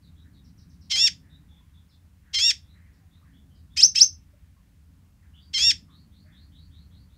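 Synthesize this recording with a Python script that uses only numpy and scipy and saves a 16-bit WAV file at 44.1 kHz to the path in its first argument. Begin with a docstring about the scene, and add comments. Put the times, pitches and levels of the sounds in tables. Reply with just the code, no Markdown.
"""A sunbird calls from its perch in a small room, close to a phone: three two-voiced squeals and two rising whistles.
Both sides of its syrinx sing at once and mix into sum and difference tones that the throat colours.
Far birds outdoors chirp in quick buzzy glides, heard mostly through diffuse echoes.
Soft dull knocks are resonant noise bursts; a low rumble, street noise, hiss and a wavering hum lie underneath."""
import sys
import numpy as np
from scipy import signal
from scipy.fft import rfft, irfft, next_fast_len
from scipy.io import wavfile
from scipy.ndimage import uniform_filter1d

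SR = 44100
rng = np.random.default_rng(int(sys.argv[2]) if len(sys.argv) > 2 else 0)


def transcribe(u):
    """Save the signal u as a 16-bit wav file named by the first command-line argument.

    u: samples, shape (n,) or (channels, n), limited to [-1, 1]; the rate is SR.
    q: integer samples, one column per channel.
    """
    v = np.clip(np.atleast_2d(u).T, -1, 1)
    q = np.round(v * 32767).astype(np.int16)
    wavfile.write(sys.argv[1], SR, q)


N = 316197
T = np.arange(N) / SR


def undb(db):
    """Amplitude ratio of a level: 20 dB are a factor of ten."""
    return 10 ** (np.asarray(db) / 20)


def unit(x):
    """Normalisation to equal power: the signal scaled to rms 1."""
    return x / np.sqrt(np.mean(x ** 2))


def colour_db(table, hz):
    """Frequency response: level of a (Hz, dB) table, interpolated on a log-frequency axis."""
    f, db = np.transpose(table)
    return np.interp(np.log(np.maximum(hz, 1)), np.log(f), db)


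def coloured(n, db_of):
    """Spectral shaping: white noise weighted by the level db_of(Hz), scaled to rms 1."""
    m = next_fast_len(n)
    spectrum = rfft(rng.standard_normal(m))
    gain = undb(db_of(np.fft.rfftfreq(m, 1 / SR)))
    return unit(irfft(spectrum * gain, m)[:n])


def wobble(n, hz):
    """Low-passed noise: random wavering up to about hz, rms 1."""
    return coloured(n, lambda f: -20 * np.log10(1 + (f / hz) ** 2))


def smooth(x):
    """Moving average over 130 samples (3 ms), which rounds the corners of a control curve."""
    return uniform_filter1d(x, size=130, mode="nearest")


def tail(t60_s, hold_s):
    """Diffuse reverberation: reflections of total energy 1 build up, hold, then decay 60 dB in t60_s."""
    t = np.arange(int((hold_s + 1.5 * t60_s) * SR)) / SR
    decay = undb(-60 * np.maximum(t - hold_s, 0) / t60_s)
    buildup = np.minimum(t / 0.0047, 1)
    h = rng.standard_normal(len(t)) * decay * buildup
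    return h / np.sqrt(np.sum(h ** 2))


def add(out, x, s):
    """Superposition: sound x joins the mix at s seconds."""
    i = int(s * SR)
    out[i:i + len(x)] += x[:len(out) - i]


def floor():
    """Band-split noise: two rumbles swell on their own, street noise stirs in bands, hiss is steady, a hum wavers."""
    # Spectrum of the background. Each row: frequency in Hz, relative level in dB.
    floor_colour = [(13, -67), (27, -20.5), (80, 1.5), (100, -9), (120, -16), (160, -13), (203, -19.5),
                    (233, -26), (275, -22.5), (342, -37), (739, -40.5), (1060, -39.5), (1240, -41),
                    (1780, -41), (3530, -46.5), (15600, -51)]
    # Swells. Each row: time in seconds, level of the deep and of the upper rumble in dB.
    rumble_swells = [(0.0, -56.5, -59.5), (0.26, -56, -56.5), (1.08, -53, -56), (2.06, -57, -66.5),
                     (2.56, -50.5, -63.5), (2.93, -54.5, -64.5), (3.09, -56, -65.5), (3.41, -56, -59),
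                     (4.09, -51, -59.5), (4.41, -56, -65.5), (5.47, -55.5, -62.5), (5.69, -49, -52.5),
                     (5.91, -59.5, -57.5), (6.77, -49, -60.5), (7.17, -55, -61.5)]
    floor_db, stir_db = -52.5, 1.9  # level of the whole spectrum; rms unevenness of the street noise
    hum_hz, hum_peak_db = 86, -61.5

    s, deep_db, upper_db = np.transpose(rumble_swells)
    noise = undb(floor_db) * coloured(N, lambda f: colour_db(floor_colour, f))
    edges_hz = (135., 380., 700., 1100., 1600., 2200., 3000.)
    below = [signal.sosfiltfilt(signal.butter(3, hz, fs=SR, output="sos"), noise) for hz in edges_hz]
    deep = unit(below[0]) * undb(np.interp(T, s, deep_db))
    upper = unit(below[1] - below[0]) * undb(np.interp(T, s, upper_db))
    street = sum(band * undb(stir_db * wobble(N, 3.3)) for band in np.diff(below[1:], axis=0))
    hiss = noise - below[-1]
    hum_gain = undb(hum_peak_db + 1.9 * wobble(N, 2.7))
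    hum_turn = 2 * np.pi * np.cumsum(hum_hz + 1.5 * wobble(N, 0.68)) / SR
    return deep + upper + street + hiss + hum_gain * np.sin(hum_turn)


def knocks():
    """Damped resonance: muffled noise bursts, each in one band that is broader the higher it lies, blurred by distance."""
    # Each row: start in seconds, centre in Hz, level before the envelope in dB, time scale in seconds.
    knock_rows = [(0.243, 1720, -64, 0.11), (0.929, 735, -50.5, 0.13), (1.222, 1770, -65, 0.26),
                  (1.521, 850, -67.5, .07), (1.598, 1037, -68.5, 0.12), (2.229, 1700, -63, 0.3),
                  (2.729, 1900, -63, 0.37), (3.01, 740, -68.5, 0.1), (3.212, 1176, -65.5, 0.09),
                  (3.242, 1780, -65, 0.17), (4.332, 577, -63, 0.062), (4.563, 1067, -68, 0.079),
                  (5.221, 1803, -66, 0.15), (5.879, 1172, -63, 0.14), (6.232, 623, -67, 0.1),
                  (6.255, 1844, -61.5, 0.22)]
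    width_1khz_hz, widening = 150, 2.5  # resonance width at 1 kHz; power of pitch by which it grows

    out = np.zeros(N)
    for s, hz, db, length in knock_rows:
        width = width_1khz_hz * (hz / 1000) ** widening
        u = np.arange(int(1.8 * length * SR)) / (length * SR)
        burst = coloured(len(u), lambda f: -20 * np.log10(1 + (2 * (f - hz) / width) ** 2))
        envelope = 5 * u * np.exp(1 - 5 * u ** 0.72)
        add(out, undb(db) * burst * envelope, s)
    return out


def far_birds():
    """Frequency modulation: buzzy glides bend towards their last pitch, mostly heard through outdoor echoes."""
    # Steep falling sweeps. Each row: start in seconds, top pitch in Hz, level in dB.
    sweeps = [(0.441, 6160, -62), (0.577, 6220, -59), (0.694, 6400, -63), (.81, 5970, -59),
              (2.933, 5750, -71), (3.55, 5180, -66)]
    # Buzzy rising chirps. Each row: start in seconds, bend of the rise (exponent), level in dB.
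    chirps = [(5.889, 2.5, -62), (6.11, 3.1, -65.5), (6.312, 1.65, -61), (6.513, 1.72, -60.5),
              (6.702, 1.6, -62.5), (6.9, 2.33, -65.5), (7.085, 2.5, -70.5)]
    # Short twitters. Each row: start in seconds, first pitch in Hz, last pitch in Hz, level in dB.
    twitters = [(.02, 4690, 3720, -66), (0.157, 3130, 3950, -66.5), (0.33, 4600, 3500, -67),
                (1.295, 3550, 3800, -62), (1.485, 3490, 3430, -66.5), (1.54, 3390, 3490, -66.5),
                (1.735, 3700, 3380, -66), (1.888, 5730, 3300, -66), (2.621, 3486, 3500, -70),
                (2.68, 3850, 3996, -67), (3.109, 3346, 3956, -67.5), (3.33, 3110, 3480, -66),
                (3.498, 3216, 3063, -71.5), (3.7, 3380, 3600, -66.5), (5.335, 2860, 3410, -57.5),
                (5.369, 3140, 3870, -68.5), (5.405, 4470, 4750, -63.5)]
    direct_db, t60_s, hold_s = -8, .22, .035  # direct sound and outdoor echoes
    fade_db = -6  # over a sweep or chirp

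    # length s, first Hz, last Hz, buzz Hz, bend, fade dB, level dB follow each start
    notes = [(s, 0.021, hz, 3500, 80, 0.87, fade_db, db) for s, hz, db in sweeps]
    notes += [(s, .125, 3100, 4490, 270.6, bend, fade_db, db) for s, bend, db in chirps]
    notes += [(s, 0.04474, from_hz, to_hz, 190, 1.8, 0, db) for s, from_hz, to_hz, db in twitters]
    dry = np.zeros(N)
    for s, length, from_hz, to_hz, buzz_hz, bend, fall_db, db in notes:
        u = np.arange(int(length * SR)) / (length * SR)
        path = from_hz + (to_hz - from_hz) * (1 - (1 - u) ** bend)
        hz = path + buzz_hz * np.tanh(wobble(len(u), 250.))
        swell = np.minimum(np.minimum(u, 1 - u) / .12, 1) * undb(db + fall_db * u)
        add(dry, swell * np.sqrt(2) * np.sin(2 * np.pi * np.cumsum(hz) / SR), s)
    return undb(direct_db) * dry + signal.fftconvolve(dry, tail(t60_s, hold_s))[:N]


LEAP_S = 0.0099  # time taken to leap when the voices part


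def glide(t, stage, parting, law):
    """Membrane tension sets pitch: it settles, leaps at the parting, bends to the crest, then drops away."""
    onset_hz, settled_hz, before_hz, after_hz, crest_hz, end_hz, rise, fall = law
    opening = np.interp(stage, [0, .3, 1], [onset_hz, settled_hz, before_hz])
    to_crest = (crest_hz - after_hz) * (1 - (1 - np.clip(stage - 1, 0, 1)) ** rise)
    to_end = (end_hz - crest_hz) * np.clip(stage - 2, 0, 1) ** fall
    arch = after_hz + to_crest + to_end
    return opening + (arch - opening) * np.clip((t - parting) / LEAP_S + .5, 0, 1)


def call(laws, effort, locking, onset, parting, crest, end, pitch, db, hoarse_onset, hoarse_parting, overshoot):
    """Intermodulation of two vibrating membranes, unsteady at the onset and where the voices part."""
    # Tones of the free voices. Each row: multiple of the low pitch, multiple of the high pitch.
    multiples = [(1, 0), (2, 0), (3, 0), (4, 0), (0, 1), (0, 2), (0, 3), (1, 1), (2, 1), (1, 2), (-1, 1),
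                 (2, -1), (3, -1), (4, -1), (-1, 2), (-2, 3), (4, -2), (5, 0), (0, 4), (2, 2), (3, 1),
                 (4, 1), (1, 3), (3, 2)]
    # One relative level in dB for each of those tones.
    tone_levels = [1.85, -4, -16, -26.5, -1.12, -13.5, -20, -18.5, -11, -16, -28.5, -11.5, -16.5, -24, -15,
                   -18.5, -16, -8.5, -18, -18, -18, -14, -20, -16]
    # Relative levels in dB of the one series, on half the low pitch, that locked voices share.
    locked_levels = [-14.5, 0.3, 8.5, 1, -10, -13, -16.5, -28, -17.5]
    # Resonances of the throat. Each row: frequency in Hz, gain in dB.
    throat = [(600, -35.5), (1000, -14.5), (1800, -2.5), (3000, 0.5), (4200, 4.5), (5000, 15.5),
              (5450, 20.5), (5700, 11.5), (5950, 16.5), (6400, 8.5), (7300, 6.5), (9000, -5.5),
              (10300, -15.5), (11300, -24), (12400, -15.5), (13300, -19.5), (15500, -13.5)]
    clear_rad, hoarse_rad, rasp_rad = .07, .65, .4  # phase unsteadiness, before each voice's share
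    shimmer_db, breath_db = .7, -8.5  # rms level flutter of each tone; breath relative to the low voice

    t = np.arange(onset, end, 1 / SR)
    stage = np.interp(t, [onset, parting, crest, end], np.arange(4))
    knots, low_effort, high_effort = np.transpose(effort)
    low_db = smooth(np.interp(stage, knots, low_effort))
    high_db = smooth(np.interp(stage, knots, high_effort))

    low, high = (smooth(glide(t, stage, parting, law)) for law in laws)
    low = low * (1 + overshoot * np.exp(-((stage - .4) / 0.11) ** 2))
    # locking draws the high voice to 3/2 of the low one until they part
    lock = np.clip(locking, 0, 1) * np.clip(.5 - (t - parting) / LEAP_S, 0, 1)
    high = pitch * (high + lock * (3 * low / 2 - high))
    low = pitch * low

    after_onset = np.exp(-((t - onset) / hoarse_onset) ** 4)
    after_parting = (t > parting) * np.exp(-((t - parting) / hoarse_parting) ** 4)
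    hoarse = smooth(after_onset + after_parting)
    slip = clear_rad + hoarse_rad * hoarse
    # the high voice holds its pitch better than the low one
    turn_low = 2 * np.pi * np.cumsum(low) / SR + 1.1 * slip * wobble(len(t), 348.47)
    turn_high = 2 * np.pi * np.cumsum(high) / SR + .35 * slip * wobble(len(t), 348.47)

    def tone(hz, turn, level_db):
        """Source and filter: one partial, weighted by the throat at its pitch."""
        gain_db = level_db + colour_db(throat, hz) + shimmer_db * wobble(len(t), 120.)
        audible = hz < .45 * SR
        return undb(gain_db) * audible * np.sqrt(2) * np.sin(turn + 2 * np.pi * rng.random())

    free = 0
    for (m, n), tone_db in zip(multiples, tone_levels):
        # a mixed tone needs both voices, so it follows the weaker one
        source_db = low_db if n == 0 else high_db if m == 0 else np.minimum(low_db, high_db)
        rasp = rasp_rad * wobble(len(t), 200.) * (m * n < 0)  # difference tones are the least steady
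        turn = m * turn_low + n * turn_high + rasp
        free = free + tone(m * low + n * high, turn, source_db + tone_db)
    locked = 0
    for k, level_db in enumerate(locked_levels, 1):
        roughness = .04 * k * k * hoarse * wobble(len(t), 300.)
        locked = locked + tone(k * low / 2, k * turn_low / 2 + roughness, low_db + level_db)
    voiced = np.sqrt(lock) * locked + np.sqrt(1 - lock) * free  # crossfade at constant power

    def breath_colour(f):
        """Weakened throat resonance with a loss above 7.5 kHz."""
        return .55 * colour_db(throat, f) - 3.2 * np.maximum(f / 1000 - 7.5, 0) ** .5

    breath = undb(low_db + breath_db) * (1 + 2.0 * hoarse) * coloured(len(t), breath_colour)
    edges = np.minimum(np.minimum((t - onset) / .008, (end - t) / .003), 1)
    return undb(db) * edges * (voiced + breath)


def sunbird():
    """Direct sound, early reflections and reverberation: all calls with the near walls and the ring of the room."""
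    # Effort. Each row: stage (0 onset, 1 voices part, 2 crest, 3 end), relative level of low and high voice in dB.
    squeal_effort = [(0, -55, -52), (.3, -33, -30), (.95, -30, -28), (1.299, -34.5, -20.5),
                     (1.599, -30, -21.5), (1.95, -26, -25), (2.3, -29.5, -20), (2.6, -25.5, -20),
                     (2.85, -27, -33), (2.999, -47, -58.5)]
    whistle_effort = [(0, -51, -56), (.3, -34, -36.5), (.55, -36.5, -32), (.9, -33, -32.5),
                      (1.08, -31.5, -71.5), (1.4, -28.5, -79), (1.55, -27, -79.5), (1.8, -25.5, -81),
                      (2.0, -33, -80.5), (2.6, -27, -80.5), (3, -49.5, -80.5)]
    # Calls. Each row: onset, parting, crest and end in seconds, pitch factor, level in dB,
    # time constants of hoarseness after onset and after parting in seconds, early overshoot of the low pitch (share).
    squeal_rows = [(0.895, .956, 1.054, 1.090, 1.0, -5, 0.036, 0.048, 0.05),
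                   (2.329, 2.387, 2.486, 2.521, 1.007, -4.5, 0.027, 0.035, 0.02),
                   (5.53, 5.579, 5.689, 5.723, 1.001, -4.5, 0.013, 0.056, .03)]
    whistle_rows = [(3.761, 3.807, 3.856, 3.868, 1.001, 0.27, 0.02, 0.003965, .01),
                    (3.945, 3.989, 4.039, 4.051, 1.015, 0.46, 0.017, .002, 0.09)]
    # Pitch laws, low voice then high. Each row: onset, settled, before parting, after parting, crest and end
    # pitch in Hz (before the pitch factor, overshoot and locking), exponents of the rise and of the fall.
    squeal_laws = [(2140, 2110, 2070, 2180, 2764, 1150, 2.7, 3.1),
                   (3220, 2800, 3110, 3110, 3730, 2050, 1.1, 2.4)]
    whistle_laws = [(1700, 2400, 2650, 2850, 6175, 6050, 1.5, 3.5),
                    (2300, 3050, 3250, 3200, 3077, 3000, 1.1, 1.1)]
    # One row each: share locked at 2:3 until the voices part, room level in dB.
    squeal_voice = (1, -14.5)
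    whistle_voice = (0, -11.5)
    # Near walls. Each row: delay in seconds, level in dB.
    wall_echoes = [(.0046, -23.5), (.011, -18)]

    dry, toward_walls = np.zeros((2, N))
    kinds = ((squeal_laws, squeal_effort, squeal_voice, squeal_rows),
             (whistle_laws, whistle_effort, whistle_voice, whistle_rows))
    for laws, effort, (locking, room_db), rows in kinds:
        for row in rows:
            voice = call(laws, effort, locking, *row)
            add(dry, voice, row[0])
            add(toward_walls, undb(room_db) * voice, row[0])
    out = dry + signal.fftconvolve(toward_walls, tail(t60_s=0.19, hold_s=.004))[:N]
    for delay_s, db in wall_echoes:
        add(out, undb(db) * dry, delay_s)
    # so small a bird sends out next to no bass
    return signal.sosfilt(signal.butter(2, 1300., "high", fs=SR, output="sos"), out)


def scene():
    """Linear superposition of all sources in one channel."""
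    return (sunbird() + far_birds() + knocks() + floor())[None]


def record(dry):
    """Saturation and band limit: the phone rounds the loudest peaks and cuts the top above 15650 Hz."""
    dry = dry / (1 + np.abs(dry / .95) ** 6) ** (1 / 6)
    return signal.sosfilt(signal.ellip(10, .2, 60, 15650, fs=SR, output="sos"), dry)


dry = scene()
out = record(dry)
transcribe(out)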